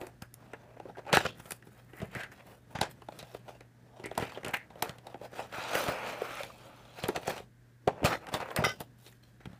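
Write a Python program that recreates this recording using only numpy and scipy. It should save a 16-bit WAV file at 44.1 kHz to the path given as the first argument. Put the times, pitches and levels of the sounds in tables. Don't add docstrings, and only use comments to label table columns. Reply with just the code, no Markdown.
import sys
import numpy as np
from scipy import signal
from scipy.fft import rfft, irfft, next_fast_len
from scipy.io import wavfile
from scipy.ndimage import uniform_filter1d, map_coordinates

SR = 44100
rng = np.random.default_rng(int(sys.argv[2]) if len(sys.argv) > 2 else 0)


def master(y):
    cut = np.clip(np.atleast_2d(y).T, -1, 1)
    pcm = np.round(cut * 32767)
    wavfile.write(sys.argv[1], SR, pcm.astype(np.int16))


N = 422919

# start_s, level_db, panel_pitch_hz, snap_db and thump_db (beside the body), rattle_t60_s,
# crease_pitch_hz
POP_EVENTS = [(0.013, -27.5, 330, -17, -15, 0.11, 2820), (0.068, -34, 320, -14.5, -16, 0.032, 9300),
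              (0.221, -31, 770, -11, -6, 0.029, 4900), (0.34, -48, 460, -6, -29, 0.067, 10100),
              (0.534, -25.5, 465, -27, -46, 0.085, 2780), (0.799, -26, 704, -27, -42, 0.067, 2770),
              (0.854, -30.5, 496, -39, -27, 0.068, 2850), (0.886, -36, 458, -31, -29, 0.11, 2830),
              (0.97, -33, 818, -25, -32, 0.081, 2800), (0.982, -28.5, 550, -27, -37, 0.12, 3390),
              (1.052, -37, 800, -25, -30, 0.045, 2800), (1.065, -29, 828, -27, -35, 0.094, 3570),
              (1.079, -35, 477, -20, -26, 0.06, 2810), (1.099, -42, 821, -19, -13, 0.11, 2820),
              (1.129, -10, 1020, -9.5, -17, 0.016, 2760), (1.135, -8.5, 549, -21.5, -20, 0.042, 3830),
              (1.157, -11.5, 1600, -16, -25.5, 0.031, 2920), (1.169, -4, 680, -25, -28, 0.03, 2800),
              (1.17, -4, 1600, -18.5, -28, 0.046, 2810), (1.251, -19.5, 517, -22, -14.5, 0.074, 3400),
              (1.263, -19.5, 607, -15.5, -19, 0.03, 3270), (1.397, -34.5, 766, -18, -12, 0.043, 2880),
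              (1.455, -35, 557, -16, -12, 0.21, 3240), (1.508, -27, 1700, -13, -38, 0.023, 9960),
              (1.519, -28, 480, -3.5, -17, 0.063, 10500), (1.624, -40, 1620, -16, -27, 0.08, 2780),
              (1.67, -39, 358, -22, -10, 0.098, 13800), (1.933, -34.5, 334, -21, -22, 0.083, 2800),
              (2.001, -32.5, 1900, -19, -9, 0.076, 3100), (2.016, -25.5, 500, -24, -18, 0.19, 2880),
              (2.15, -23.5, 1600, -19, -20, 0.024, 2300), (2.156, -24.5, 2240, -25, -19, 0.069, 2780),
              (2.205, -31, 1630, -15, -19, 0.28, 3020), (2.234, -27.5, 1690, -13, -22, 0.15, 2780),
              (2.317, -38, 1670, -16.5, -22, 0.11, 6700), (2.751, -29, 1515, -26, -20, 0.077, 3430),
              (2.787, -25, 1700, -16, -10, 0.038, 3500), (2.813, -11, 762, -12.5, -18.5, 0.051, 4020),
              (3.019, -35, 990, -20, -31, 0.06, 2800), (3.086, -25, 820, -25.5, -25, 0.046, 3750),
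              (3.122, -34.5, 626, -18, -19, 0.051, 3880), (3.19, -35, 616, -9, -35, 0.19, 3930),
              (3.227, -32.5, 587, -11.5, -12, 0.068, 4010), (3.347, -23, 490, -23.5, -25, 0.039, 2970),
              (3.48, -32.5, 855, -23.5, -34, 0.11, 2910), (3.607, -38, 442, -14.5, -27.5, 0.037, 4340),
              (3.997, -33.5, 434, -23.5, -15.5, 0.092, 2840), (4.039, -30.5, 338, -17, -15, 0.035, 5100),
              (4.057, -26.5, 356, -18.5, -23, 0.091, 8300), (4.113, -22.5, 660, -25, -23, 0.054, 3270),
              (4.151, -44, 355, -4, -20, 0.22, 2740), (4.176, -14, 824, -20.5, -23, 0.096, 3160),
              (4.198, -24, 500, -18, -27, 0.045, 3100), (4.223, -20.5, 450, -20, -12, 0.093, 3170),
              (4.294, -36, 635, -17, -22, 0.036, 2810), (4.32, -31, 961, -18, -23, 0.095, 2980),
              (4.36, -33, 910, -28, -30, 0.046, 3200), (4.373, -24.5, 600, -27, -36, 0.083, 3230),
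              (4.432, -30, 1870, -23, -20, 0.04, 2960), (4.446, -27.5, 423, -10.5, -17, 0.17, 2764),
              (4.462, -26, 440, -14, -12, 0.14, 2790), (4.483, -27.5, 630, -14, -15, 0.2, 2740),
              (4.535, -24, 1680, -19.5, -17, 0.053, 3150), (4.703, -39.5, 860, -20.5, -12, 0.16, 3500),
              (4.756, -34.5, 590, -23, -23, 0.049, 2800), (4.823, -13, 865, -14, -25.5, 0.047, 4160),
              (4.893, -28.5, 649, -9.5, -10, 0.055, 3500), (4.983, -39, 584, -13, -13, 0.076, 3100),
              (5.068, -28.5, 706, -19.5, -25, 0.076, 3970), (5.143, -26, 700, -27.5, -25, 0.077, 3200),
              (5.213, -29, 650, -30, -22, 0.047, 3560), (5.329, -33, 460, -29, -15, 0.087, 2820),
              (5.525, -30, 485, -15, -29, 0.078, 2930), (5.542, -29, 635, -24, -21, 0.065, 3050),
              (5.581, -26, 762, -24, -18, 0.06, 3330), (5.732, -17, 630, -19, -41, 0.059, 3440),
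              (5.752, -10.5, 507, -16, -26.5, 0.031, 2800), (5.883, -20.5, 343, -15, -7.5, 0.061, 3460),
              (6.218, -16.5, 600, -30.5, -31, 0.041, 3860), (6.307, -28, 1340, -19, -28, 0.15, 3180),
              (6.433, -27, 692, -10, -21, 0.071, 3420), (6.852, -44, 700, -10, -27, 0.033, 3500),
              (6.985, -31.5, 620, -24, -29, 0.055, 2800), (7.037, -19.5, 517, -14.5, -12, 0.11, 3270),
              (7.054, -29, 503, -11, -24, 0.074, 3000), (7.087, -13, 330.5, -24, -29, 0.061, 3820),
              (7.161, -16.5, 625, -15, -23, 0.076, 2630), (7.174, -27.5, 345, -21, -12.5, 0.089, 3450),
              (7.231, -32.5, 689, -13.5, -26, 0.067, 2820), (7.277, -13.5, 666, -21.5, -22.5, 0.06, 6650),
              (7.318, -33, 795, -20, -21, 0.06, 3010), (7.379, -31, 756, -9.5, -20, 0.079, 2950),
              (7.402, -31.5, 605, -31, -16, 0.049, 3860), (7.872, -19.5, 522, -42, -37, 0.031, 3030),
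              (7.875, -5.5, 650, -30, -20.5, 0.06, 3340), (8.02, -25.5, 369, -33, -30, 0.087, 3230),
              (8.03, -17, 725, -33, -21, 0.1, 2840), (8.042, -16.5, 620, -13, -24, 0.083, 3030),
              (8.082, -23, 560, -24, -20, 0.04, 2900), (8.111, -24, 1350, -25.5, -37, 0.2, 3530),
              (8.268, -32.5, 1900, -15, -24, 0.049, 2890), (8.287, -32, 1230, -14, -14, 0.087, 2900),
              (8.32, -33, 706, -24, -26, 0.067, 4160), (8.339, -17, 1010, -14, -15.5, 0.14, 3680),
              (8.401, -24.5, 1080, -20.5, -20, 0.24, 4120), (8.425, -26, 614, -23, -25, 0.049, 2900),
              (8.487, -31, 630, -24, -29, 0.092, 2900), (8.505, -28.5, 617, -18, -23, 0.086, 3250),
              (8.562, -19.5, 540, -10.5, -31, 0.046, 4300), (8.622, -22, 590, -32, -23, 0.041, 4200),
              (8.639, -12, 1250, -21, -19, 0.12, 3080), (8.665, -14.5, 580, -27, -22, 0.03, 2920),
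              (8.804, -27.5, 816, -15, -10.5, 0.034, 3510), (9.064, -40, 420, -7.5, -30, 0.14, 3880),
              (9.124, -47, 1605, -11, -20, 0.06, 6960), (9.404, -41, 1490, -25, -15, 0.06, 3510),
              (9.455, -32.5, 308, -15.5, -7.5, 0.075, 3280), (9.53, -43, 655, -16.5, -2, 0.11, 3300)]
# pitch_hz, width_hz, level_db
PANEL_MODES = [(373, 130, -1), (564, 217, -2), (800, 174, 1), (992, 230, -2), (1324, 240, -0.5),
               (1640, 180, 0.5), (1928, 230, 2), (2558, 520, -0.5), (3300, 120, -13.5), (4240, 190, -18.5)]
# pitch_hz, level_db (per Hz)
CARD_TONE = [(120, -30), (200, -2), (407, -5.5), (557, 2.5), (1060, -6.5), (1430, -6), (1760, -8.5),
             (2550, -12), (6000, -43.5), (7800, -49), (13200, -120)]
# pitch_hz, level_db (per Hz)
SHEEN_TONE = [(1470, -26.5), (2500, -4), (3910, -6.5), (4380, -8), (4760, -9), (7970, -11), (13000, -17),
              (15300, -32.5)]
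# pitch_hz, width_hz, level_db
HOLLOW_MODES = [(99, 78, 1.5), (197, 150, 4)]
# pitch_hz, level_db
HUM_TONES = [(120, -61.5), (240, -87.5), (360, -89.5)]
# pitch_hz, level_db (per Hz)
AIR_TONE = [(20, -49.5), (50, 13), (200, -8.5), (300, -9), (700, -24.5), (1200, -18.5), (1650, -4.5),
            (2500, -21.5), (6000, -23), (15300, -28)]
# pitch_hz, t60_s
ROOM_DECAY = [(150, 0.47), (1000, 0.088), (5000, 0.22), (14000, 0.13)]
# pitch_hz, level_db (per Hz)
FILM_TONE = [(4000, -34.5), (7000, -3.5), (9500, 0), (13000, -1.5), (15300, 0)]
# pitch_hz, width_hz, level_db
TRAY_MODES = [(1230, 27, 1), (1520, 24, 5), (2030, 34, 4), (3050, 50, -4), (3680, 50, -10), (4980, 50, -7),
              (5610, 54, -8)]
# start_s, level_db
PALM_THUDS = [(2.026, -31.5), (2.086, -47), (2.164, -37), (2.75, -37), (4.197, -38), (8.043, -21),
              (8.586, -25), (8.604, -31), (9.47, -38), (9.498, -47)]
# start_s, length_s, pitch_hz, level_db
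CREAK_EVENTS = [(1.25, 0.13, 3300, -46), (2.143, 0.18, 2030, -46), (4.035, 0.095, 2080, -41.5),
                (.534, 0.023, 1500, -45), (1.252, 0.02, 1460, -27.5), (2.752, .04, 3500, -47),
                (.028, 0.021, 390, -35), (6.4, 0.034, 600, -34), (4.345, 0.057, 3160, -47.5),
                (1.14, 0.038, 1400, -28), (4.53, 0.15, 1940, -39.5), (6.497, 0.029, 1125, -43.5),
                (0.95, .04, 1540, -52), (2.2, 0.093, 1640, -41), (8.105, 0.088, 1320, -33.5),
                (8.4, 0.067, 680, -40), (7.285, 0.089, 660, -40)]
# loudest_s, rise_s, fall_s, scrape_db, hiss_db, rustle_db,
# tautness_db (taut card scrapes brighter)
RUB_STROKES = [(0.022, 0.088, .15, -42, -55.5, -53, -7), (0.222, 0.0084, 0.064, -40, -69, -53, 4),
               (0.341, .004, 0.03, -71, -79, -62, 4), (0.4, 0.1, 1, -52, -66, -72, -4),
               (0.534, 0.0024, 0.028, -38.5, -76, -81, 27.5), (0.69, 0.13, 0.23, -64, -90, -97, -19),
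               (0.77, 0.021, 0.014, -52, -96, -89, -18), (0.903, 0.11, 0.036, -46.5, -63, -67, -15),
               (0.992, 0.037, 0.034, -36, -55, -61, -9), (1.101, 0.06, 0.27, -33, -52, -60, -9),
               (1.13, 0.0063, 0.14, -20, -23, -31.5, 9), (1.253, 0.0058, 0.04, -36, -35, -63, 16),
               (1.4, 0.015, 0.039, -58, -53, -64, 3), (1.517, 0.14, 0.069, -44.5, -52, -43, 0.5),
               (1.684, 0.096, 0.28, -60, -67, -60.5, -2), (1.8, 0.085, 0.047, -50, -64, -64, 6.5),
               (1.99, 0.14, 0.16, -42.5, -59, -51, 8), (2.115, .004, 0.016, -67, -60, -54, 6),
               (2.172, 0.11, 0.16, -37, -48.5, -53, 5), (2.324, 0.019, 0.03, -52.5, -61, -51, 33),
               (2.41, 0.14, 0.03, -51, -61, -68, 2), (2.519, 0.2, 0.12, -49, -58, -55.5, -10.5),
               (2.718, 0.035, 0.068, -48, -58, -54.5, -7), (2.753, 0.0068, 0.14, -27.5, -41, -73, 5.5),
               (2.813, 0.0068, 0.076, -26.5, -33, -53, -10.5), (2.915, 0.024, 0.024, -56, -55, -45, 0),
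               (3.19, 0.32, 0.62, -53, -63.5, -64, -5), (3.35, 0.47, 0.068, -57.5, -57, -61, -8),
               (3.495, 0.05, 0.11, -45, -51.5, -55, -11.5),
               (3.606, 0.0082, 0.067, -47.5, -85.5, -80.5, 1.5), (4.0, 0.24, .1, -56, -65, -77, -20.5),
               (4.062, 0.078, 0.078, -45.5, -56, -58, -14), (4.11, 0.017, 0.27, -46, -61, -61, 6),
               (4.178, 0.0043, 0.029, -28.5, -46, -44, -22), (4.21, 0.046, 0.3, -34, -44, -51.5, 1),
               (4.334, 0.0036, 0.017, -60, -57, -49, 2), (4.377, 0.024, 0.016, -40, -69, -78, -13),
               (4.452, 0.011, 0.2, -35.5, -60, -69, -1), (4.51, 0.0035, 0.013, -46, -53, -44, 1),
               (4.54, 0.0084, 0.067, -29.5, -43, -42, 14), (4.8, 0.13, 0.19, -47, -61, -64, -4),
               (4.829, 0.01, 0.13, -25.5, -39, -42.5, -2.5), (5.1, 0.13, 0.15, -47, -59, -63, -9),
               (5.255, 0.061, 0.037, -34.5, -46.5, -52, -7), (5.4, .14, 0.13, -33, -42, -48.5, -5.5),
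               (5.758, 0.076, 0.25, -27, -42, -33.5, 2), (5.886, 0.051, 0.07, -25, -58.5, -42.5, -7.5),
               (7.094, 0.14, 0.076, -37.5, -45.5, -57, -5), (7.165, 0.05, 0.038, -33.5, -44, -62, -12),
               (7.282, 0.036, 0.056, -44, -60, -53, -16), (7.377, 0.47, 0.073, -36, -43.5, -49, -3),
               (7.878, 0.005, 0.05, -18, -36.5, -55.5, -11), (7.92, .03, 0.36, -46.5, -62, -79, -18),
               (8.049, 0.01, 0.13, -20, -26, -33, -2), (8.138, 0.15, 0.038, -29.5, -51, -64, 4),
               (8.295, 0.089, 0.033, -35, -67, -63, 0), (8.349, 0.044, 0.053, -24, -32.5, -37, -5),
               (8.425, 0.061, 0.076, -34, -58, -60, 9), (8.49, 0.28, 0.13, -41.5, -58, -62.5, -0.5),
               (8.515, 0.0068, 0.022, -32.5, -62, -48, 4), (8.532, .01, 0.021, -42, -60, -64, -4),
               (8.564, 0.004, 0.062, -24, -41, -36, 11), (8.601, 0.076, 0.098, -29, -43, -65, -13),
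               (8.645, 0.0063, 0.14, -34, -33, -38, -11), (8.807, 0.014, 0.039, -34.5, -39.5, -40.5, -12.5),
               (9.068, 0.13, 0.16, -59.5, -55, -53.5, -3), (9.232, 0.012, 0.21, -66, -62.5, -66, -1),
               (9.405, .015, 1, -54.5, -64.5, -70.5, 4)]
# time_s, scrape_db, hiss_db, rustle_db, tautness_db
TRAY_PULL = [(5.48, -81, -80, -86, 11), (5.54, -34, -46.5, -50, 4), (5.63, -35, -42, -53, 5),
             (5.74, -33.5, -38, -63, 4), (5.86, -36.5, -36.5, -53, -1), (6.0, -32.5, -51, -55, 4),
             (6.1, -30, -39.5, -48, 0), (6.165, -36.5, -53.5, -55, 4), (6.24, -36, -47, -51, 2),
             (6.4, -36, -44.5, -50, 10), (6.53, -54.5, -56, -61, -5), (6.66, -48.5, -54.5, -61, -3),
             (6.71, -51.5, -60.5, -66, -10), (6.95, -58, -61, -69, 1), (6.99, -40, -48, -48, 11),
             (7.06, -78, -64, -90, -2)]
# scrape_db, hiss_db, rustle_db
RESTING_DB = (-82.5, -92, -93)
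# start_s, level_db, pitch_hz
CRACKLE_EVENTS = [(0.069, -47, 9300), (0.223, -37, 10300), (0.3405, -32, 10500), (0.5342, -44, 7640),
                  (1.1298, -23, 7110), (1.2526, -44, 7350), (1.507, -25, 10300), (2.7541, -43.5, 9530),
                  (2.811, -29, 7500), (3.189, -35.5, 9260), (4.059, -38, 8230), (4.178, -22, 7900),
                  (4.4483, -31.5, 8350), (4.482, -28.5, 8770), (4.5408, -26.5, 7800), (4.57, -35, 9800),
                  (4.8252, -13.5, 12100), (4.9836, -47, 8120), (5.0695, -44, 11800), (5.752, -24, 10790),
                  (6.432, -40, 10100), (7.034, -33.5, 9460), (7.0838, -24, 10800), (7.158, -42, 8770),
                  (7.274, -26.5, 7300), (7.3143, -38, 10300), (8.0481, -22.5, 7120), (8.3397, -23.5, 7260),
                  (8.563, -20, 9350), (8.644, -30, 7080), (8.8039, -28, 13170)]
# pitch_hz, width_hz, level_db
SLEEVE_MODES = [(550, 240, -2), (850, 150, -0.5), (1320, 290, 0.5), (2420, 330, 1.5), (3260, 330, -0.5),
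                (4420, 570, 4.5)]
# time_s, pitch_factor
SLEEVE_BEND = [(5.5, 1.06), (5.75, 1.05), (6.05, 1), (6.3, 0.95), (7.0, 1.01)]

EDGE_HZ, TOP_HZ = 15350, 16478
FADE_DB = 30
SHUDDER_DB, SHUDDER_GROWS, SHUDDER_S = -62, 0.12, 0.26
TICKS_PER_S, TICK_DB, TICK_SPREAD_DB = 4, 0.5, 4
BODY_DB, SNAP_DB, THUMP_DB = -4.5, 5.5, 2.5
KICK, KICK_S = 1.3, 0.000059
BUZZ_AT_S, BUZZ_DB, BUZZ_T60_S = 8.642, -26, 0.5
CRACKLE_T60_S, CRACKLE_WIDTH = 0.005, 0.6
PULL_EVEN = 1
FLEX_PER_S, VALLEY_DB = 12, -6


def amp(db):
    return 10 ** (np.asarray(db) / 20)


def unit(x):
    return x / np.sqrt(np.mean(x ** 2) + 1e-20)


def along(points, hz):
    f, v = np.transpose(points)
    return np.interp(np.log(hz + 1), np.log(f + 1), v)


def curves(rows):
    s, *cols = np.transpose(rows)
    return [np.interp(np.arange(N) / SR, s, c, left=-120) for c in cols]


def wobble(rate):
    knots = rng.standard_normal(int(N * rate / SR) + 4)
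    return map_coordinates(knots, [np.arange(N) * rate / SR])


def filtered(x, response):
    m = next_fast_len(len(x) + 4096)
    spectrum = rfft(x, m) * response(np.fft.rfftfreq(m, 1 / SR))
    return irfft(spectrum, m)[:len(x)]


def resonances(modes, f):
    return sum((-1) ** k * amp(db) * 1j * f * w / (c * c - f * f + 1j * f * w)
               for k, (c, w, db) in enumerate(modes))


def room_tone():
    t = np.arange(N) / SR
    hum = 0
    for hz, db in HUM_TONES:
        level = np.sqrt(2) * amp(db + .8 * wobble(3.1))
        hum = hum + level * np.sin(2 * np.pi * hz * t + .15 * wobble(5.0))
    air = unit(filtered(rng.standard_normal(N), lambda f: amp(along(AIR_TONE, f))))
    return hum + amp(-68.0) * air


def layers(scrape_db, sheen_db, film_db, taut_db):
    return amp([scrape_db - taut_db / 2, scrape_db + taut_db / 2, sheen_db, film_db])


def strokes():
    t = np.arange(N) / SR
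    pulling = (t > TRAY_PULL[0][0]) * (t < TRAY_PULL[-1][0])
    gains = layers(*curves(TRAY_PULL)) * pulling + layers(*RESTING_DB, 0)[:, None]
    for s, rise, fall, *levels in RUB_STROKES:
        rise, fall = max(rise, .003), max(fall, .01)
        near = slice(max(round((s - 2 * rise) * SR), 0), round((s + 2 * fall) * SR))
        away = np.maximum((s - t[near]) / rise, (t[near] - s) / fall)
        gains[:, near] += layers(*levels)[:, None] * amp(-FADE_DB * away)
    return gains


def gritty(per_s, spread_db, smooth):
    size = amp(np.minimum(spread_db * rng.exponential(size=N), 14))
    slips = (rng.random(N) < per_s / SR) * rng.standard_normal(N) * size
    return unit(unit(slips) + smooth * rng.standard_normal(N))


def flexing(x, modes, bend, flex_db):
    f, t, z = signal.stft(x, SR, nperseg=512)
    at = np.minimum(t * SR, N - 1).astype(int)
    bent = f[:, None] / np.interp(t, *np.transpose(bend))
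    power = sum(np.abs(resonances([(c, w, db + flex_db * wobble(FLEX_PER_S)[at])], bent)) ** 2
                for c, w, db in modes)
    gain = np.sqrt(power + amp(2 * VALLEY_DB)) * amp(along(CARD_TONE, f))[:, None]
    even = gain / np.sqrt(np.mean(gain ** 2, axis=0))
    return unit(signal.istft(z * even, nperseg=512)[1][:N])


def shifting(x, depth_db):
    z = signal.stft(x, nperseg=512)[2]
    field = uniform_filter1d(rng.standard_normal(z.shape), size=3, axis=0)
    field = uniform_filter1d(field, size=12, axis=1)
    return unit(signal.istft(z * amp(depth_db * unit(field)), nperseg=512)[1][:N])


def slide(gains):
    clump_db_wave = 1.2 * wobble(30) + 1.5 * wobble(110)
    first, second, *_, second_last, last = [row[0] for row in TRAY_PULL]
    pulling, = curves([(0, 0), (first, 0), (second, 1), (second_last, 1), (last, 0)])
    rubbed = flexing(gritty(2500, spread_db=3, smooth=.9), PANEL_MODES, [(0, 1)], flex_db=4)
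    drawn = flexing(gritty(6000, spread_db=1.5, smooth=1.5), SLEEVE_MODES, SLEEVE_BEND, flex_db=2.5)
    scrape = np.sqrt(1 - pulling) * rubbed + np.sqrt(pulling) * drawn
    low = filtered(scrape, lambda f: 1 / (1 + (1150 / (f + 1)) ** 4))
    low, high = scrape - low, low
    gloss = lambda f: amp(along(SHEEN_TONE, f)) / (1 + (f / 7500) ** 4)
    hiss = shifting(filtered(gritty(740, spread_db=8.0, smooth=1.5), gloss), depth_db=3.5)
    film_grit = gritty(600, spread_db=6.0, smooth=0.93)
    rustle = shifting(filtered(film_grit, lambda f: amp(along(FILM_TONE, f))), depth_db=3)
    clumping = amp(clump_db_wave * (1.5 - PULL_EVEN * pulling) - 7)
    return clumping * np.sum(gains * [low, high, hiss, rustle], axis=0)


def shudder(gains):
    hollow = lambda f: resonances(HOLLOW_MODES, f)
    rumble = unit(filtered(rng.standard_normal(N), hollow))
    busy_db = uniform_filter1d(20 * np.log10(gains[0]), size=round(SHUDDER_S * SR))
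    shake_db = SHUDDER_DB + SHUDDER_GROWS * (busy_db + 46) + 2.0 * wobble(16)
    palm, push = np.zeros(N), np.hanning(SR // 200)
    for s, db in PALM_THUDS:
        palm[round(s * SR):][:len(push)] += amp(db + 6.5) * push
    buzz = unit(filtered(gritty(900, spread_db=2, smooth=0.6), lambda f: resonances(TRAY_MODES, f)))
    since = np.arange(N) / SR - BUZZ_AT_S
    settling = amp(BUZZ_DB - 60 * np.abs(since) / BUZZ_T60_S)
    settling *= np.clip(since / 0.0036, 0, 1) * np.clip(1 - since / 0.11, 0, 1)
    return amp(shake_db) * rumble + filtered(palm, hollow) + settling * buzz


def room(x):
    out, step = np.zeros(N + SR), SR // 4
    for at in range(0, N, step):
        hz, t, z = signal.stft(rng.standard_normal(SR // 3), SR, nperseg=256)
        decay = amp(-60 * t / along(ROOM_DECAY, hz)[:, None])
        tail = signal.istft(z * decay, SR, nperseg=256)[1]
        wet = signal.fftconvolve(x[at:at + step], tail / np.linalg.norm(tail))
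        out[at + 130:][:len(wet)] += wet
    return out[:N]


def pops(rows):
    t = np.arange(SR // 6) / SR
    out = np.zeros(N + len(t))
    for s, db, hz, snap_db, thump_db, t60, crease_hz in rows:
        noise = rng.standard_normal((3, len(t)))
        contacts = amp(3.2 * np.repeat(rng.standard_normal(len(t) // 128 + 1), 128)[:len(t)])
        rattle = amp(-60 * t / np.clip(t60, .01, .3))

        blow = (amp(-60 * t / 0.0046) + amp(-10.5) * rattle * contacts) * (1 - np.exp(-t / 0.0018))
        kick = KICK * np.exp(-((t - .001) / KICK_S) ** 2)
        near = [(c, w, level + 10.8 * np.exp(-(np.log(c / hz) / 0.25) ** 2)) for c, w, level in PANEL_MODES]
        soft_hz = 14000 * amp(1.09 * snap_db)
        body = filtered(blow * noise[0] + kick, lambda f: resonances(near, f) / (1 + 1j * f / soft_hz) ** 2)

        crisp = amp(-60 * t / 0.0084) + amp(-2.0) * rattle ** 2.2 * contacts
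        crease = [(crease_hz, 0.1 * crease_hz, 12)]
        tint = lambda f: amp(along(SHEEN_TONE, f)) * (1 + np.abs(resonances(crease, f)))
        snap = crisp * (1 - np.exp(-t / 0.00041)) * filtered(noise[1], tint)

        push = np.sin(np.pi * np.clip(t / 0.0036, 0, 1)) + 0.59 * rattle * noise[2]
        thump = filtered(push, lambda f: resonances(HOLLOW_MODES, f))

        parts = [(body, BODY_DB), (snap, SNAP_DB + snap_db), (thump, THUMP_DB + thump_db)]
        pop = sum(amp(level) * part / np.abs(part).max() for part, level in parts)
        out[round(s * SR):][:len(t)] += amp(db) * pop
    return out[:N]


def creaks():
    out, slips = np.zeros(N), gritty(1600, spread_db=12, smooth=0.16)
    for s, length, hz, db in CREAK_EVENTS:
        at = round(s * SR)
        u = np.arange(round(length * SR)) / (length * SR)
        ring = filtered(slips[at:at + len(u)], lambda f: resonances([(hz, .28 * hz, 0)], f) ** 2)
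        out[at:at + len(u)] += amp(db) * unit(ring) * np.minimum(20 * u, 1) * (1 - u) ** 2
    return out


def crackles():
    t = np.arange(SR // 40) / SR
    out = np.zeros(N + len(t))
    for s, db, hz in CRACKLE_EVENTS:
        burst = amp(-60 * t / CRACKLE_T60_S) * np.minimum(t / 0.0018, 1) * rng.standard_normal(len(t))
        ring = filtered(burst, lambda f: resonances([(hz, CRACKLE_WIDTH * hz, 0)], f))
        out[round(s * SR):][:len(t)] += amp(db - 2.0) * ring / np.abs(ring).max()
    return out[:N]


def ticks(gains):
    at, pitch, snap, size = rng.random((round(TICKS_PER_S * N / SR), 4)).T
    rubbing_db = 20 * np.log10(gains[0, (at * N).astype(int)])
    level_db = np.minimum(rubbing_db + TICK_DB + TICK_SPREAD_DB * (2 * size - 1), -46)
    rows = zip(at * N / SR, level_db, 420 * 2 ** pitch, -14 - 18 * snap)
    return [(s, db, hz, snap_db, -18, .06, 7 * hz) for s, db, hz, snap_db in rows]


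def scene():
    gains = strokes()
    hands = slide(gains) + shudder(gains) + pops(POP_EVENTS) + creaks() + crackles() + pops(ticks(gains))
    return (hands + amp(-16.0) * room(hands) + room_tone())[None]


def record(dry):
    def response(f):
        drop_db = -22 * np.clip((f - EDGE_HZ) / 250, 0, 1) - .015 * np.maximum(f - EDGE_HZ, 0)
        return amp(drop_db) * (f < TOP_HZ)
    return filtered(dry[0], response)[None]


dry = scene()
out = record(dry)
master(out)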